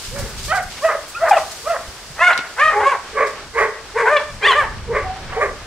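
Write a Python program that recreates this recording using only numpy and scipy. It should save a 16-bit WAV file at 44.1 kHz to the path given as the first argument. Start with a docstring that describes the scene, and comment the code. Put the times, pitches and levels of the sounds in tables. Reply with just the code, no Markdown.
"""Wind buffets the microphones and weeds rustle close by as a boar pushes through them, then runs off.
Two small dogs bark at it in a weedy yard: one in gliding harmonic yaps and yelps with a rasp of air,
the other in hoarse woofs, a chest tone under irregular pulses ringing through the throat.
Sheds and near walls echo the barks; soft bumps are short low sines, and wind, murmur and leaves are coloured noise."""
import sys
import numpy as np
from scipy import signal
from scipy.fft import rfft, irfft, next_fast_len
from scipy.io import wavfile
from scipy.ndimage import map_coordinates

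SR = 44100
rng = np.random.default_rng(int(sys.argv[2]) if len(sys.argv) > 2 else 0)


def to_wav(sig):
    """Store sig (one row per channel, or 1-D mono) as 16-bit WAV at the path in sys.argv[1].

    Samples outside -1..1 are clipped; the rate is SR.
    """
    pcm = np.clip(np.atleast_2d(sig), -1, 1) * 32767
    pcm = np.round(pcm).astype(np.int16)
    wavfile.write(sys.argv[1], SR, pcm.T)  # frames by channels


N = 249606  # length in samples


def amp(db):
    """Decibels to linear gain."""
    return 10 ** (np.asarray(db) / 20)


def unit(x):
    """Scale a signal to an RMS of one."""
    return x / np.sqrt(np.mean(np.abs(x) ** 2) + 1e-20)


def along(points, hz):
    """Read (frequency_hz, value) points on a log-frequency axis."""
    f, v = np.transpose(points)
    return np.interp(np.log(hz + 1), np.log(f + 1), v)


def over_time(points):
    """Read (time_s, value) points at every sample of the scene."""
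    return np.interp(np.arange(N) / SR, *np.transpose(points))


def wobble(rate, size=N):
    """A smooth random curve with `rate` knots a second, at most 2000."""
    knots = rng.standard_normal(int(size / SR * 2000) + 4)
    return map_coordinates(knots, [np.arange(size) * min(rate, 2000) / SR])


def filtered(x, response):
    """Shape x by a gain or complex response of frequency."""
    m = next_fast_len(x.shape[-1] + 8192)
    spectrum = rfft(x, m) * response(np.fft.rfftfreq(m, 1 / SR))
    return irfft(spectrum, m)[..., :x.shape[-1]]


# Left-right likeness of diffuse sound: frequency_hz, correlation (0 to 1)
LIKENESS = [(60, 0.82), (500, 0.99), (2000, 0.68), (4000, 0), (15000, 0.16)]


def paired(pair, spectrum):
    """Colour two unrelated signals and mix them to the left-right likeness of the yard."""
    def response(hz):
        turn = np.arccos(np.clip(along(LIKENESS, hz), -1, 1)) / 2
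        return amp(along(spectrum, hz)) * [np.cos(turn), np.sin(turn)]

    mid, side = filtered(pair, response)
    return unit(np.array([mid + side, mid - side]))


# Wind on the microphone ports, before its random flutter: time_s, level_db
GUSTS = [(0.0, -48), (0.05, -38.5), (0.24, -26.5), (0.27, -40), (0.61, -34.5), (0.9, -53), (2.22, -43),
         (2.38, -58), (2.74, -42.5), (3.14, -50), (3.66, -41.5), (3.67, -51.5), (4.78, -31), (5.04, -36.5),
         (5.36, -34.5), (5.66, -38)]
# Relative colour of the wind noise: frequency_hz, level_db (per Hz)
WIND_COLOUR = [(12, -29), (20, -9.5), (76, -9), (242, -24), (327, -35), (400, -26), (520, -61), (880, -120)]


def wind():
    """Low noise swells and flutters as gusts push on the ports."""
    level_db = over_time(GUSTS) + 3 * wobble(12)
    return amp(level_db) * paired(rng.standard_normal((2, N)), WIND_COLOUR)


# Relative colour of the background murmur: frequency_hz, level_db (per Hz)
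MURMUR_COLOUR = [(88, -7.5), (150, -7.5), (269, -4.5), (384, 0), (738, -1.5), (927, -0.5), (1730, -0.5),
                 (1810, -2.5), (4500, -9.5), (5850, -12.5), (9900, -120)]


def murmur():
    """A gently wavering bed of broad noise around -39 dB."""
    level_db = -39 + 2 * wobble(10)
    return amp(level_db) * paired(rng.standard_normal((2, N)), MURMUR_COLOUR)


# Rustle, fading as the boar runs off, before its random stir: time_s, level_db
RUSTLE = [(0.0, -35.5), (1.18, -38.5), (1.5, -36), (2.57, -40.5), (2.79, -40.5), (3.01, -42), (4.62, -42.5),
          (4.92, -44), (5.66, -42)]
# Relative colour of rubbing leaves: frequency_hz, level_db (per Hz)
LEAF_COLOUR = [(1180, -22.5), (2000, -13), (2240, -9.5), (2500, -9), (3100, -6), (3780, -5), (4720, -2),
               (6380, -5), (8190, -6.5), (15600, -22.5)]
# Stems swished or snapped: time_s, level_db (before the swell), tilt_db (per octave), fade_s (to -60 dB)
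SWISHES = [(0.049, -9, -5, 0.17), (0.192, -5.5, 3.5, .08), (.29, -12.5, 7, 0.054), (0.385, -7.5, -2.5, .1),
           (.447, -6, 0, 0.2), (.558, -6, -0.5, 0.09), (0.628, -13, 6, 0.056), (0.718, -10, -7, 0.19),
           (.778, -11, -12, .11), (0.832, -11.5, 1.5, 0.19), (1.031, -17, -5, 0.023), (1.09, -13, 9, 0.11),
           (1.292, -3, 3, .066), (1.38, -7, -3, 0.21), (1.517, -9, 1, 0.058), (1.689, -12.5, 0.5, .1),
           (2.377, 5, -6, 0.015), (2.3878, -2, -14.5, 0.069), (2.5985, -7, -7.5, 0.034),
           (3.2745, -12.5, -2, 0.16), (3.599, -15, 0, 0.15), (4.2, -11.5, -7, 0.17),
           (4.421, -10, -19.5, 0.088), (5.302, -11.5, -25, 0.15)]
TOP_END_DB, TOP_END_GROWS = -56, 2.2  # mean level of the top end; its dB change per dB of rustle


def weeds():
    """Leaves rub in dense ticks, duller as they fade, with louder swishes where stems are pushed aside."""
    ticks = amp(1.07 * np.array([wobble(900), wobble(900)]))
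    hiss = paired(rng.standard_normal((2, N)) * ticks, LEAF_COLOUR)
    top = filtered(hiss, lambda hz: 1 / (1 + (10000 / (hz + 1)) ** 8))
    stir = amp(1.3 * wobble(9))
    level_db = over_time(RUSTLE)
    # the top end fades faster than the rustle
    top_db = TOP_END_DB + TOP_END_GROWS * (level_db - level_db.mean())
    out = stir * (amp(level_db) * (hiss - top) + amp(top_db) * unit(top))
    t = np.arange(SR // 5) / SR
    for time_s, db, tilt_db, fade_s in SWISHES:
        # the tilt pivots at 6 kHz and stays level below 1.5 kHz
        colour = [(hz, level + tilt_db * np.log2(max(hz, 1500) / 6000)) for hz, level in LEAF_COLOUR]
        crackle = amp(2.2 * wobble(590, size=len(t)))
        burst = paired(rng.standard_normal((2, len(t))) * crackle, colour)
        fade = max(fade_s, .005)
        swell = amp(-60 * t / fade) * (1 - np.exp(-t / (.3 * fade))) ** 2
        # start early, so the swell crests near its listed time
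        part = out[:, round((time_s - .16 * fade_s) * SR):][:, :len(t)]
        part += (amp(db) * swell * burst)[:, :part.shape[1]]
    return out


# Where the barking dog stands: time_s, left_right_db, left_lag_s, shed_echo_delay_s, echo_db
DOG_PLACES = [(.5, -4, .00005, 0.098, -20), (1.304, 1, 0, 0.11, -34), (1.698, -2.5, .00005, 0.098, -23),
              (2.251, -0.5, -.00004, 0.15, -19), (2.698, 0.5, -.00003, 0.1, -50.5),
              (3.4, -3.5, .00009, 0.15, -21.5), (4.132, 2, -.00003, .13, -22.5),
              (4.599, -0.5, 0, 0.095, -23), (5.399, -1.5, .0001, 0.087, -36)]


def place_call(out, start, sound):
    """Set a call between the ports by level and lag, and add its side-swapped echo off the shed front."""
    s, *cols = np.transpose(DOG_PLACES)
    pan_db, lag_s, delay_s, echo_db = (np.interp(start / SR, s, c) for c in cols)
    half = np.array([[.5], [-.5]])
    pair = filtered(sound, lambda hz: amp(pan_db * half) * np.exp(-2j * np.pi * hz * lag_s * half))
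    out[:, start:start + len(sound)] += pair
    late = out[:, start + round(delay_s * SR):][:, :len(sound)]
    late += amp(echo_db) * pair[::-1, :late.shape[1]]


CLOSED_HZ, MOUTH_Q, MOUTH_STEEPNESS = 613, 3.1, 1.52  # moving mouth resonance
UPPER_WIDTH_HZ = 1220


def mouth(hz, centre_hz, tilt_db, upper_hz, upper_db):
    """Gain of the fold spectrum through the moving mouth resonance and the upper one."""
    def ring(c, w):
        return c * w / np.abs(c * c - hz * hz + 1j * hz * w)

    moving = ring(centre_hz, centre_hz / MOUTH_Q) ** MOUTH_STEEPNESS
    upper = amp(upper_db) * ring(upper_hz, UPPER_WIDTH_HZ) ** 2
    return (moving + upper) * amp(tilt_db * np.log2(hz / 1000))


def call(rows):
    """First sample, soft-edged gate and per-sample columns of one call."""
    s, *cols = np.transpose(rows)
    t = np.arange(s[0], s[-1], 1 / SR)
    gate = np.clip(np.minimum(t - s[0], s[-1] - t) / .004, 0, 1)
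    return round(s[0] * SR), gate, [np.interp(t, s, c) for c in cols]


# Clear yaps, yelps and whines, a list of points per call:
# time_s, pitch_hz, level_db, mouth_opening_octaves (resonance over closed), rasp_db (relative to voice)
CLEAR_CALLS = [
    [(.48, 550, -33, 0.038, -3), (.496, 604, -28, 3.64, -28), (.52, 647.7, -15.5, 0.94, -14),
     (.526, 735.5, -18, 1.03, -6), (.559, 818, -20.5, 0.46, -17), (.591, 717, -22.5, 0.4, -5),
     (.62, 597, -33, 0, -7)],
    [(.81, 491, -43, .8, -17), (.83, 576.5, -28, 0.68, -32), (.85, 649, -14, 0.094, -9),
     (.875, 643, -16.5, 0.35, -25), (.89, 616.5, -19.5, 0.97, -1), (.915, 614, -19.5, 0.75, 0),
     (.942, 585, -26.5, 0.25, -8.5), (.96, 563, -19, 0.019, -1)],
    [(1.18, 432, -49, 0.18, -3), (1.216, 632.3, -26, 0.9, -6.5), (1.24, 680, -12.5, 0.0058, -14.5),
     (1.255, 651, -21, 0.99, -2), (1.276, 612, -20, 1.83, -1), (1.3, 601, -19.5, 0.37, -1)],
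    [(1.305, 900, -42, .6, -2), (1.311, 872, -10.5, 0.61, -11), (1.317, 814, -6.5, 0.49, -26),
     (1.327, 745, -15.5, .3, -8), (1.335, 715, -10, 0.26, -10), (1.35, 683, -17.5, 0.27, -3),
     (1.36, 675, -27, .3, -1), (1.37, 660, -12, 0.56, -36), (1.39, 438, -29, 1, 20.5)],
    [(1.63, 387, -48, 0, -18), (1.658, 559.5, -32.5, 0.86, -5), (1.678, 639, -17.5, 0.87, -16),
     (1.688, 671, -29.5, 0.93, -1), (1.7, 678, -14, 0.82, -27), (1.72, 675, -14.5, .1, -16),
     (1.742, 606, -21, 1, -11.5), (1.77, 457, -41, 0.042, 22)],
    [(2.16, 503.5, -46, 0.64, -6), (2.195, 628, -30.5, 1.86, 8), (2.21, 654, -15, 0.84, -55),
     (2.228, 703, -13.5, 1.1, -26), (2.25, 720, -8.5, 1.23, -23), (2.263, 723, -13.5, 1.36, -30),
     (2.278, 717.6, -9.5, 1.5, -19), (2.31, 696.4, -15.5, 1, -0.5), (2.34, 690, -25.5, 2.9, 4)],
    [(2.56, 425, -41, 1.2, 6), (2.585, 495, -24.5, 1.03, -4), (2.602, 550, -9, 1.08, -15),
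     (2.615, 588, -13.5, 1.37, -11), (2.644, 627, -11, 1.22, -32), (2.69, 622.6, -12.5, 1.27, -23),
     (2.705, 613, -18.5, 1.48, -5), (2.75, 614, -25.5, 0.86, -6)],
    [(2.8, 450.7, -16.5, 0.23, -19), (2.828, 497.6, -25.5, 1.5, -30.5), (2.874, 568.5, -11, 0.61, -20),
     (2.902, 569.3, -16.5, .9, -14), (2.925, 521.3, -17, 0.99, -10), (2.945, 415.6, -25, 0.83, -6),
     (2.965, 390, -31.5, 0.51, 7)],
    [(4.055, 440.4, -21.5, 0.51, 2), (4.085, 520, -11, 1.2, -12), (4.11, 588.7, -18.5, 0.28, -6),
     (4.133, 610.6, -11, 0.076, -24), (4.155, 591, -14.5, 0.33, -25), (4.171, 578.5, -11.5, 2.6, -20),
     (4.19, 499, -31, 1.6, -26), (4.21, 412, -25, 0.45, -12)],
    [(4.425, 778, -23.5, 2, -22), (4.441, 804, -16, 1.6, -21), (4.463, 939, -11, 1.8, -9),
     (4.475, 1022, -12, 1.8, -14), (4.478, 1159, -15, 0.74, -17), (4.484, 1159, -9, 1.2, -28),
     (4.522, 1007, -14, 0.4, -2), (4.545, 968, -20.5, 2.1, -7)],
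    [(4.546, 525, -21, 0.86, -1), (4.57, 590, -15, 0.92, -29), (4.592, 596.2, -13.5, 0.83, -22.5),
     (4.632, 514.6, -22.5, 0.74, 0), (4.66, 397, -26.5, .5, -8)],
    [(.11, 455, -39, 0, -4), (.136, 519, -41.5, 0, -14), (.166, 580, -25.5, 0, -7.5),
     (.248, 529.3, -38.5, 0, -3), (.27, 395, -29.5, 0, -28)],
    [(1.14, 1182, -50, 1.3, 3), (1.152, 1275, -23.5, 1.9, -44), (1.168, 1395, -27, 1.2, -20),
     (1.2, 1424, -28.5, 1.2, -16)],
    [(5.04, 753, -34, .3, -13), (5.075, 742, -27.5, 0.38, -24), (5.12, 754, -29, 0.54, -22),
     (5.175, 776, -40, 0.37, -24), (5.21, 734, -54, 0.1, -18)],
    [(5.32, 692, -33, .3, 5), (5.346, 767, -34, .3, 0), (5.362, 766, -34, .3, 2), (5.39, 760, -21, .3, -16)],
]
# Head and throat, call by call: tilt_db (per octave, as the head turns away), upper_resonance_hz,
# upper_resonance_db, bright_rasp_db (relative to voice)
HEAD_AND_THROAT = [(-2.5, 1820, 3, -22), (-2, 1780, -7.5, -24), (-5, 1800, -7, -37), (-2, 2650, -15.5, -26),
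                   (-6, 1930, -13.5, -24), (1.5, 2200, -5, -20), (3, 1930, -15, -22.5),
                   (-0.5, 2180, -14.5, -21), (-1.5, 1700, -2, -24.5), (3, 3150, -15, -21),
                   (-0.5, 1940, -2, -22.5), (-5, 2400, -9, -28), (-10, 2500, -16, -31),
                   (-9, 1900, -22, -30), (-1, 2800, -10, -37)]
# Moments with tones halfway between the harmonics: time_s, half_length_s, level_db (against the harmonics)
HALFWAY_MOMENTS = [(0.559, 0.015, 1.5), (1.28, 0.03, -2), (1.766, 0.017, 4), (2.225, 0.011, 5.5),
                   (2.83, 0.012, 2), (4.21, 0.013, 0), (4.513, 0.046, -6)]
# Relative colour of the breath noise in a yap: frequency_hz, level_db
RASP_COLOUR = [(250, -71), (450, -0.5), (700, 3), (1300, 4.5), (2000, 3), (2600, -26), (3500, -39)]
# Relative colour of the bright breath hiss, in yaps and woofs: frequency_hz, level_db
BRIGHT_COLOUR = [(1800, -62), (2400, 6), (3500, -4.5), (4000, -8), (5500, -10.5), (7200, -8),
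                 (10000, -15.5), (14000, -45.5)]


def clear_dog():
    """Vocal folds in step give harmonics, at moments with tones halfway between; leaking air rasps once a cycle."""
    out = np.zeros((2, N))
    order = np.arange(1, 10)[:, None]
    halfway = order[:2] + .5
    for rows, (*shape, bright_db) in zip(CLEAR_CALLS, HEAD_AND_THROAT):
        start, gate, (hz, level_db, opening, rasp_db) = call(rows)
        n = len(gate)
        t = (start + np.arange(n)) / SR
        phase = 2 * np.pi * np.cumsum(hz * (1 + .009 * wobble(150, size=n))) / SR
        # the more air leaks, the less even the cycles
        phase += .5 * np.minimum(amp(rasp_db), 1) * wobble(300, size=n)
        centre_hz = CLOSED_HZ * 2 ** opening
        gains = mouth(order * hz, centre_hz, *shape)
        half_gains = mouth(halfway * hz, centre_hz, *shape)
        flutter_db = np.array([5 * np.tanh(.8 * wobble(70, size=n)) for k in order])
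        partials = np.sin(order * phase + 2 * np.pi * rng.random(order.shape))
        harmonics = np.sum(gains * amp(flutter_db) * partials, axis=0)
        half_level = sum(amp(db) * np.exp(-((t - s) / width) ** 2) for s, width, db in HALFWAY_MOMENTS)
        half_tones = half_level * np.sum(half_gains * np.sin(halfway * phase), axis=0)
        # divide out the overall mouth gain, so level_db sets the loudness
        voice = (harmonics + half_tones) / np.linalg.norm(gains, axis=0)
        air = rng.standard_normal(n) * (1 + np.cos(phase))
        rasp = unit(filtered(air, lambda f: amp(along(RASP_COLOUR, f))))
        bright = unit(filtered(air, lambda f: amp(along(BRIGHT_COLOUR, f))))
        sound = np.sqrt(2) * voice + amp(rasp_db) * rasp + amp(bright_db) * bright
        place_call(out, start, gate * amp(level_db) * sound)
    return out


# Decay of the yard's diffuse tail: frequency_hz, t60_s
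TAIL_DECAY = [(400, .34), (1500, .42), (4000, .28), (10000, .15)]
# Near walls: delay_s, level_db
NEAR_WALLS = [(.011, -40.5), (0.026, -25.5), (.06, -47.5)]


def yard(x):
    """A few near walls and a diffuse tail, drawn afresh every third of a second as the dogs move about."""
    walls = sum(amp(db) * np.pad(x, (round(s * SR), 0))[:N] for s, db in NEAR_WALLS)
    out, step = np.zeros((2, N + 2 * SR)), SR // 3
    for start in range(0, N, step):
        hz, t, z = signal.stft(rng.standard_normal((2, SR // 2)), SR, nperseg=256)
        decay = amp(-60 * t / along(TAIL_DECAY, hz)[:, None])
        tail = signal.istft(z * decay, SR, nperseg=256)[1]
        # an almost flat colour: only the left-right likeness matters here
        tail = paired(tail, [(20, 0.029), (20000, 0)]) / np.sqrt(tail.shape[1])
        wet = signal.fftconvolve(x[None, start:start + step], tail, axes=1)
        out[:, start + 400:][:, :wet.shape[1]] += wet
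    return walls + amp(-10.0) * out[:, :N]


# Hoof and handling bumps: start_s, level_db (before the soft attack), pitch_hz, fade_s (to -60 dB)
BUMPS = [(0.208, -23, 117, 0.05), (1.309, -25, 40.4, 0.04), (1.882, -25, 63, 0.074), (2.103, -30, 140, 0.1),
         (3.47, -37, 65.4, 0.066)]


def thuds():
    """Soft low bumps: sines that die away in a few cycles."""
    out, t = np.zeros(N), np.arange(SR // 5) / SR
    for s, db, hz, fade in BUMPS:
        attack = 1 - np.exp(-t / 0.0014)
        out[round(s * SR):][:len(t)] += amp(db - 60 * t / fade) * np.sin(2 * np.pi * hz * t) * attack
    return out


# Hoarse woofs; the first is the low rising start of a clear yap:
# start_s, rise_s, hold_s, chest_tone_hz, chest_tone_db, octave_db (relative to chest tone),
# throat_db, throat_lag_s, throat_hold_s, throat_tilt_db (per group)
HOARSE_WOOFS = [(2.719, 0.043, 0.063, 412, -25, 5, -26, -0.035, 0.11, 1),
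                (3.126, .03, 0.089, 455, -23.5, -27, -17, 0.029, 0.047, -1),
                (3.531, 0.034, 0.092, 430.8, -25.5, -6, -16.5, 0.017, 0.047, 2.5),
                (3.936, 0.024, 0.11, 450.7, -20, -6, -19, 0.016, 0.036, 3),
                (4.408, 0.033, 0.09, 425, -24.5, -12, -24.5, -0.014, 0.044, 3),
                (4.872, 0.035, 0.058, 422, -23, -16, -20.5, 0.045, 0.025, 0),
                (5.285, 0.058, 0.048, 477, -61, 6, -35, -0.008, 0.094, 0),
                (5.354, 0.016, 0.086, 456, -25.5, -12, -17, 0.044, 0.013, 0)]
# Throat resonances in a low, middle and high group: centre_hz, width_hz
THROAT_GROUPS = [
    [(590, 440)],
    [(1140, 176)],
    [(1650, 740), (2020, 640)],
]
GROUP_DB = [-2.5, 0, -1]  # low, middle, high, before the tilt of each woof
RISE_DB, FALL_DB_PER_S = 18.5, 271
SAG_PER_S = .35  # fraction of pitch; the chest tone sinks as the woof runs out


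def throat_ring(f, group):
    """Squared resonances of one throat group, rolled off above about 2.3 kHz."""
    rings = sum((1j * f * w / (c * c - f * f + 1j * f * w)) ** 2 for c, w in group)
    return rings / (1 + (f / 2350) ** 10)


def push(t, rise, hold):
    """Breath pressure: a steady climb in dB, a hold and a steep fall."""
    climb_db = np.minimum(RISE_DB * (t / rise - 1), 0)
    return amp(climb_db - FALL_DB_PER_S * np.maximum(t - rise - hold, 0))


def hoarse_dog():
    """A sinking chest tone under irregular fold pulses that speed up at the onset and ring the throat."""
    out, n = np.zeros((2, N)), round(.3 * SR)
    t = np.arange(n) / SR
    for s, rise, hold, hz, tone_db, octave_db, throat_db, lag, throat_hold, tilt_db in HOARSE_WOOFS:
        glide_hz = hz * (1 - SAG_PER_S * (t - rise - hold / 2))
        jitter = .05 * wobble(120, size=n) + .04 * wobble(30, size=n)
        phase = 2 * np.pi * np.cumsum(glide_hz * (1 + jitter)) / SR
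        tone = np.sin(phase) + amp(octave_db) * np.sin(2 * phase)
        tone *= amp(tone_db + 5 * np.tanh(wobble(60, size=n)))
        rate_hz = 575 * (1 - .25 * np.exp(-t / 0.037))
        cycles = np.cumsum(rate_hz * (1 + 0.12 * wobble(250, size=n))) / SR
        pulses = np.diff(np.floor(cycles), prepend=0) * amp(2.24 * wobble(403.0, size=n))
        pulses += .06 * rng.standard_normal(n)  # turbulent air between the pulses
        rough = 0
        for k, group in enumerate(THROAT_GROUPS):
            rung = unit(filtered(pulses, lambda f: throat_ring(f, group)))
            rough = rough + amp(GROUP_DB[k] + tilt_db * (k - 1.5)) * rung
        hiss = amp(tilt_db - 19.5) * unit(filtered(pulses, lambda f: amp(along(BRIGHT_COLOUR, f))))
        chest = np.sqrt(2) * tone * push(t, rise, hold)
        throat = amp(throat_db) * push(t - lag, rise, throat_hold) * (rough + hiss)
        place_call(out, round(s * SR), (chest + throat) * np.minimum(t / .004, 1))
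    return out


def scene():
    """Both dogs with the yard's answer, over wind, murmur, weeds and bumps."""
    dogs = clear_dog() + hoarse_dog()
    return wind() + murmur() + weeds() + dogs + yard(dogs.mean(axis=0)) + thuds()


TOP_HZ = 15750  # band limit


def record(dry):
    """The loudest peaks round off towards full scale; then everything above the band limit is cut."""
    soft = dry / (1 + np.abs(dry) ** 8) ** (1 / 8)
    return filtered(soft, lambda hz: hz < TOP_HZ)


dry = scene()
out = record(dry)
to_wav(out)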